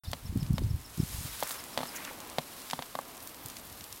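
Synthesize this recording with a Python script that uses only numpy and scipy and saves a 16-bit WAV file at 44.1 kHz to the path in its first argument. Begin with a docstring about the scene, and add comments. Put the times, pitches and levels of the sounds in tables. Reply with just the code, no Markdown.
"""Dung beetles crawl over a heap on open ground, legs and shells ticking over a soft outdoor hiss.
At first wind buffets the microphone, and two small birds chirp faintly, far off.
After a second dry grass rustles up and the wind drops. The hand-held camera's hollow case gives
short dull knocks, most of them in the middle. The last second is left mainly to ticks and crackles."""
import sys
import numpy as np
from scipy import signal
from scipy.fft import rfft, irfft, next_fast_len
from scipy.io import wavfile
from scipy.ndimage import map_coordinates

SR = 44100
rng = np.random.default_rng(int(sys.argv[2]) if len(sys.argv) > 2 else 0)


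def unload_audio(sound):
    """Save the sound as a 16-bit wav file, at the path given as the first command line argument."""
    columns = np.transpose(np.atleast_2d(sound))
    # keep every value between -1 and 1, then stretch to whole-number steps
    steps = np.round(np.clip(columns, -1, 1) * 32767)
    wavfile.write(sys.argv[1], SR, steps.astype(np.int16))


N = 176400
T = np.arange(N) / SR
START_S, TOP_HZ = .036, 15900


def amp(db):
    return 10 ** (np.asarray(db) / 20)


def unit(x):
    return x / np.sqrt(np.mean(x ** 2) + 1e-20)


def fade(t, t60):
    return np.exp(-np.log(1000) * t / t60)


def curve(rows):
    """One value per sample from (time_s, value) rows."""
    return np.interp(T, *np.transpose(rows))


def wobble(rate):
    """A smooth random curve, rate knots a second."""
    return map_coordinates(rng.standard_normal(int(N * rate / SR) + 4), [T * rate])


def colour(points):
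    """An EQ curve through (freq_hz, gain_db) points."""
    f, db = np.transpose(points)
    return lambda hz: amp(np.interp(np.log(hz + 1), np.log(f + 1), db))


def band(centre_hz, octaves):
    """A bell-shaped band-pass curve."""
    return lambda hz: np.exp(-.5 * (np.log2((hz + 1) / centre_hz) / octaves) ** 2)


def filtered(x, eq):
    m = next_fast_len(len(x) + SR // 10)
    return irfft(rfft(x, m) * eq(np.fft.rfftfreq(m, 1 / SR)), m)[:len(x)]


def noise(eq, size=N):
    """Coloured noise of rms 1."""
    return unit(filtered(rng.standard_normal(size), eq))


def burst(eq, envelope):
    """Coloured noise under an envelope, with the envelope's energy."""
    return unit(noise(eq, len(envelope)) * envelope) * np.sqrt(np.mean(envelope ** 2))


def impulse(eq, size):
    """A minimum-phase click of energy 1, coloured by this EQ."""
    cepstrum = irfft(np.log(eq(np.fft.rfftfreq(size, 1 / SR)) + 1e-6), size)
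    cepstrum[1:size // 2] *= 2
    cepstrum[size // 2 + 1:] = 0
    click = irfft(np.exp(rfft(cepstrum)), size)
    return click / np.linalg.norm(click)


def add(out, start_s, sound):
    i = max(0, round(start_s * SR))
    out[i:i + len(sound)] += sound[:max(0, N - i)]


# The clearest ticks of legs and shells: start_s, level_db, pitch_hz
BEETLE_TICKS = [(.115, -28, 7000), (.374, -33, 8000), (.43, -30.5, 4100), (.531, -32, 9000),
                (.975, -29, 7960), (1.404, -23, 12000), (1.4327, -17.5, 11000), (1.493, -23, 10000),
                (1.516, -22, 12000), (1.639, -26, 10000), (1.871, -30, 10000), (2.0498, -25, 3500),
                (2.2032, -29, 5750), (2.2985, -29.5, 6500), (2.7, -22.5, 2580), (2.7103, -19.5, 3600),
                (3.1776, -35, 5000), (3.2258, -29, 13000), (3.2735, -24.5, 9000), (3.3448, -31, 5000),
                (3.4595, -24, 8650), (3.4845, -26, 11000), (3.4997, -26.5, 5070), (3.568, -27, 3920),
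                (3.8088, -27, 4140), (3.8405, -27, 6760), (3.926, -26, 5860)]


def beetles(crackles_per_s=130, growth_db=3.5):
    """Legs and shells snap and scrape on dry fibres: a few clear ticks among many faint ones."""
    out, t = np.zeros(N), np.arange(SR // 50) / SR

    def tick(pitch_hz):
        eq = lambda f: band(pitch_hz, octaves=1.09)(f) + amp(-27)
        scrape = burst(eq, fade(t, t60=.019))
        return amp(6.5) * impulse(eq, len(t)) + amp(-13) * scrape

    for start_s, level_db, pitch_hz in BEETLE_TICKS:
        add(out, start_s, amp(level_db) * tick(pitch_hz))
    for when, faintness, height in rng.random((int(crackles_per_s * N / SR), 3)):
        level_db = -48 + growth_db * when - 4 * np.log(faintness + .038)
        pitch_hz = 4000 * 4 ** height
        add(out, when * N / SR, amp(level_db) * tick(pitch_hz))
    return out


# Knocks on the case: start_s, body_db, snap_db, ring_db, pitch_hz
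CASE_KNOCKS = [(0.1318, -25.5, -25.5, -41.5, 690), (.581, -25.5, -28, -43, 690),
               (1.426, -19, -27.5, -42.5, 686), (1.5079, -34, -29, -55, 1200),
               (1.7752, -20.5, -21.5, -37, 710), (1.789, -25.5, -34, -46, 730),
               (1.805, -27, -39, -40.5, 800), (1.813, -33, -35, -51, 805), (1.8315, -23, -33, -39.5, 890),
               (1.8543, -39, -38, -64, 1100), (2.111, -34.5, -48, -65, 950),
               (2.3838, -17.5, -22, -32.5, 560), (2.7324, -21, -28, -37.5, 1030),
               (2.7907, -27, -35.5, -39, 1050), (2.8228, -33, -30, -57, 920),
               (2.9525, -23, -32, -45.5, 870), (2.989, -22, -41, -53, 960)]
# EQ of the dull body and of the bright snap: freq_hz, gain_db
BODY_EQ = [(60, -42), (170, -5), (380, -10), (550, 1.5), (760, -1), (950, 0), (1200, -2), (1400, -12),
           (2100, -10.5), (2700, -30), (7000, -23)]
SNAP_EQ = [(200, -28), (700, -18), (1500, -3.5), (2100, -0.5), (2700, -5), (3200, 1), (3700, 0.5),
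           (4150, -1), (4600, -3), (6000, -11.5), (9500, -15.5), (15000, -20)]
# Resonances of the hollow case: pitch_hz, level_db, t60_s
RING_MODES = [(152, 1, 0.072), (249.7, 1.5, 0.079), (541, -6.5, .07), (728, -6, 0.056), (898, -10, 0.056),
              (2103, -2.5, 0.032), (3480, 5, 0.014)]


def case_knocks(snap_delay_s=.0007, attack_s=.0012):
    """A damped push on the case, pitched by the spot touched, then a snap; the hollow case rings on."""
    out, t = np.zeros(N), np.arange(SR // 10) / SR
    attack = 1 - np.exp(-(t / attack_s) ** 2)

    def hit(eq, tail_db, t60):
        tail = burst(eq, attack * fade(t, t60))
        return amp(14.5) * impulse(eq, len(t)) + amp(tail_db) * tail

    for start_s, body_db, snap_db, ring_db, pitch_hz in CASE_KNOCKS:
        spot_eq = lambda f: colour(BODY_EQ)(f) * (band(pitch_hz, octaves=.78)(f) + .11)
        body = hit(spot_eq, tail_db=-10.5, t60=.035)
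        snap = hit(colour(SNAP_EQ), tail_db=-6.5, t60=.028)
        ring = np.zeros(len(t))
        for hz, db, t60 in RING_MODES:
            decay = amp(db + rng.normal(0, 1.7)) * fade(t, t60)
            ring += decay * np.sin(2 * np.pi * (hz * t + rng.random()))
        add(out, start_s, amp(ring_db) * attack * ring - amp(body_db) * body)
        add(out, start_s + snap_delay_s, amp(snap_db) * snap)
    return out


def case_smear(x, top_delay_s=.001628):
    """Each frequency crosses the case at its own speed, which softens the transients."""
    return filtered(x, lambda hz: np.exp(-1j * np.pi * top_delay_s * hz ** 2 / TOP_HZ))


# Gusts on the microphone: time_s, level_db
GUST_LEVEL = [(0, -62), (.1, -46), (.19, -56), (.36, -36), (.48, -37), (.62, -33), (.76, -40.5),
              (.89, -57.5), (1.02, -47.5), (1.25, -47.5), (1.4, -58), (1.7, -66.5), (3.3, -67), (3.7, -53),
              (4, -63)]
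# EQ of their rumble: freq_hz, gain_db
RUMBLE_EQ = [(20, -13), (45, -0.5), (80, 2), (120, -3.5), (180, -10.5), (260, -15.5), (400, -31),
             (800, -58)]
# Single eddies that thump the microphone: centre_s, level_db, pitch_hz
EDDY_THUMPS = [(0.084, -28, 77), (.112, -34, 99), (0.255, -35, 96), (0.3, -26, 81), (.329, -31, 171),
               (0.361, -19.5, 203), (.376, -18.5, 111.5), (.396, -28, 110), (.428, -21, 138),
               (.508, -16, 129), (.526, -25, 85), (0.541, -19.5, 136), (0.621, -28, 230), (0.65, -19, 83),
               (.668, -27, 80), (0.713, -20.5, 113), (.746, -21.5, 84), (0.982, -28.5, 154),
               (1.0016, -16.5, 145), (1.034, -23, 144), (1.147, -32, 98), (1.188, -30.5, 77),
               (1.211, -36, 131), (1.256, -29, 120), (3.458, -40, 111)]


def wind(width_cycles=.74):
    """A lumpy rumble on the microphone; eddies are short pressure swings with a turbulent edge."""
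    rumble = unit(noise(colour(RUMBLE_EQ)) * amp(2.5 * wobble(25.13)))
    out = amp(curve(GUST_LEVEL)) * rumble
    t = np.arange(-SR // 10, SR // 10) / SR
    for centre_s, level_db, pitch_hz in EDDY_THUMPS:
        cycles = t * pitch_hz
        edge = amp(-15) * noise(band(1.71 * pitch_hz, octaves=.35), len(t))
        swing = np.cos(2 * np.pi * cycles + rng.normal(0, .95))
        swell = amp(level_db) / (1 + (cycles / width_cycles) ** 2) ** 2
        out += np.interp(T, centre_s + t, swell * (swing + edge), 0, 0)
    return out


# Swells of the dry rustle and of its top-end fizz: time_s, level_db
RUSTLE_LEVEL = [(0.04, -54), (.85, -54.5), (1.0, -47), (1.15, -44.5), (1.4, -43), (1.65, -48.5), (2.0, -46),
                (2.16, -50), (2.4, -50.5), (2.65, -47.5), (3.02, -52.5), (3.5, -51), (4, -51.5)]
FIZZ_LEVEL = [(0, -68), (.95, -68), (1.25, -55), (1.7, -67), (2.6, -62.5), (4, -56)]
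# EQ of the rustle: freq_hz, gain_db
RUSTLE_EQ = [(300, -11.5), (1200, 1), (2500, 0), (4000, 2), (6500, -1.5), (10500, 0.5), (13500, -1.5),
             (16000, -4.5)]
# Brushes through grass and crumbs: centre_s, half_length_s, level_db, pitch_hz, width_octaves
GRASS_BRUSHES = [(1.166, 0.12, -47.5, 7900, 0.74), (1.508, 0.039, -41, 9200, 1),
                 (1.513, 0.081, -46, 1070, 1), (1.972, 0.032, -45.5, 1930, 0.52),
                 (2.06, 0.049, -48, 1530, 0.84), (1.964, 0.01, -40, 12500, 0.85),
                 (1.966, 0.0061, -41.5, 6500, .22), (2.3, 0.03, -56, 2900, 1),
                 (3.25, 0.02, -52.5, 12000, 0.44)]


def grass():
    """Dry grass rustles: a swelling hiss, a crisp fizz on top and a few gritty brushing strokes."""
    rustle = amp(curve(RUSTLE_LEVEL) + wobble(40)) * noise(colour(RUSTLE_EQ))
    fizz = unit(noise(band(12700, octaves=.16)) * amp(7 * wobble(1200)))
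    out = rustle + amp(curve(FIZZ_LEVEL)) * fizz
    for centre_s, half_length_s, level_db, pitch_hz, octaves in GRASS_BRUSHES:
        stroke = np.exp(-.5 * ((T - centre_s) / half_length_s) ** 2)
        grit = unit(noise(band(pitch_hz, octaves)) * amp(3.5 * wobble(600)))
        out += amp(level_db) * stroke * grit
    return out


def whistle(progress, hz, rough_hz=120):
    """A slightly rough tone that swells and fades as progress runs from 0 to 1."""
    phase = 2 * np.pi * np.cumsum(hz + rough_hz * wobble(300)) / SR
    return np.sin(np.pi * progress) * np.sin(phase)


def chirping_bird(count=12, first_s=.243, every_s=.1478, length_s=.032, fall_hz=860):
    """One bird repeats thin chirps that hold, then hook downward, the last one louder."""
    out = np.zeros(N)
    for k in range(count):
        progress = np.clip((T - first_s - k * every_s) / length_s, 0, 1) ** 2
        level_db = rng.normal(-51.5, 1.5) + 5.5 * (k == count - 1)
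        pitch_hz = rng.normal(5350, 68.7) - fall_hz * progress ** 3
        out += amp(level_db) * whistle(progress, pitch_hz)
    return out


# The second bird's slurs: start_s, level_db, start_hz, end_hz
BIRD_SLURS = [(0.041, -51, 5300, 3980), (.068, -53.5, 4620, 5730), (.098, -57, 5150, 3950),
              (.618, -58, 4180, 5420)]


def slurring_bird(length_s=.03, lower_voice_ratio=.8):
    """Another bird whistles a few quick glides in two voices at once."""
    out = np.zeros(N)
    for start_s, level_db, start_hz, end_hz in BIRD_SLURS:
        progress = np.clip((T - start_s) / length_s, 0, 1)
        hz = start_hz + (end_hz - start_hz) * progress
        out += amp(level_db) * (whistle(progress, hz) + whistle(progress, lower_voice_ratio * hz))
    return out


def bush_echo(x, wet_db=-4):
    """Bushes scatter a far sound, adding a short diffuse tail."""
    t = np.arange(SR // 5) / SR
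    tail = rng.standard_normal(len(t)) * fade(t, t60=.17)
    return x + amp(wet_db) * signal.fftconvolve(x, tail / np.linalg.norm(tail))[:N]


# Rise and fall of the outdoor bed: time_s, level_db
AIR_LEVEL = [(0, -57.5), (1.5, -55.5), (1.7, -51), (2.05, -48.5), (2.3, -49.5), (2.9, -53.5), (3.25, -52),
             (4, -54.5)]
# EQ of the bed: freq_hz, gain_db
AIR_EQ = [(30, -12), (70, -9), (150, -6), (270, 1.5), (360, -2.5), (500, -3.5), (720, -3), (1050, -3),
          (1600, -11), (3000, -14.5), (8000, -56)]


def air(waver_db=1.1):
    """The soft, distant rush of open country."""
    return amp(curve(AIR_LEVEL) + waver_db * wobble(9.6)) * noise(colour(AIR_EQ))


def scene():
    """Close ticks and knocks over wind, grass, air and far birds, in mono."""
    close = case_smear(case_knocks() + beetles())
    outdoors = wind() + air() + grass()
    birds = bush_echo(chirping_bird() + slurring_bird())
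    return (close + outdoors + birds)[None]


def record(dry):
    """The sound cuts in after an instant of silence, with nothing above the camera's band limit."""
    return filtered(dry[0] * (T > START_S), lambda hz: hz < TOP_HZ)[None]


dry = scene()
out = record(dry)
unload_audio(out)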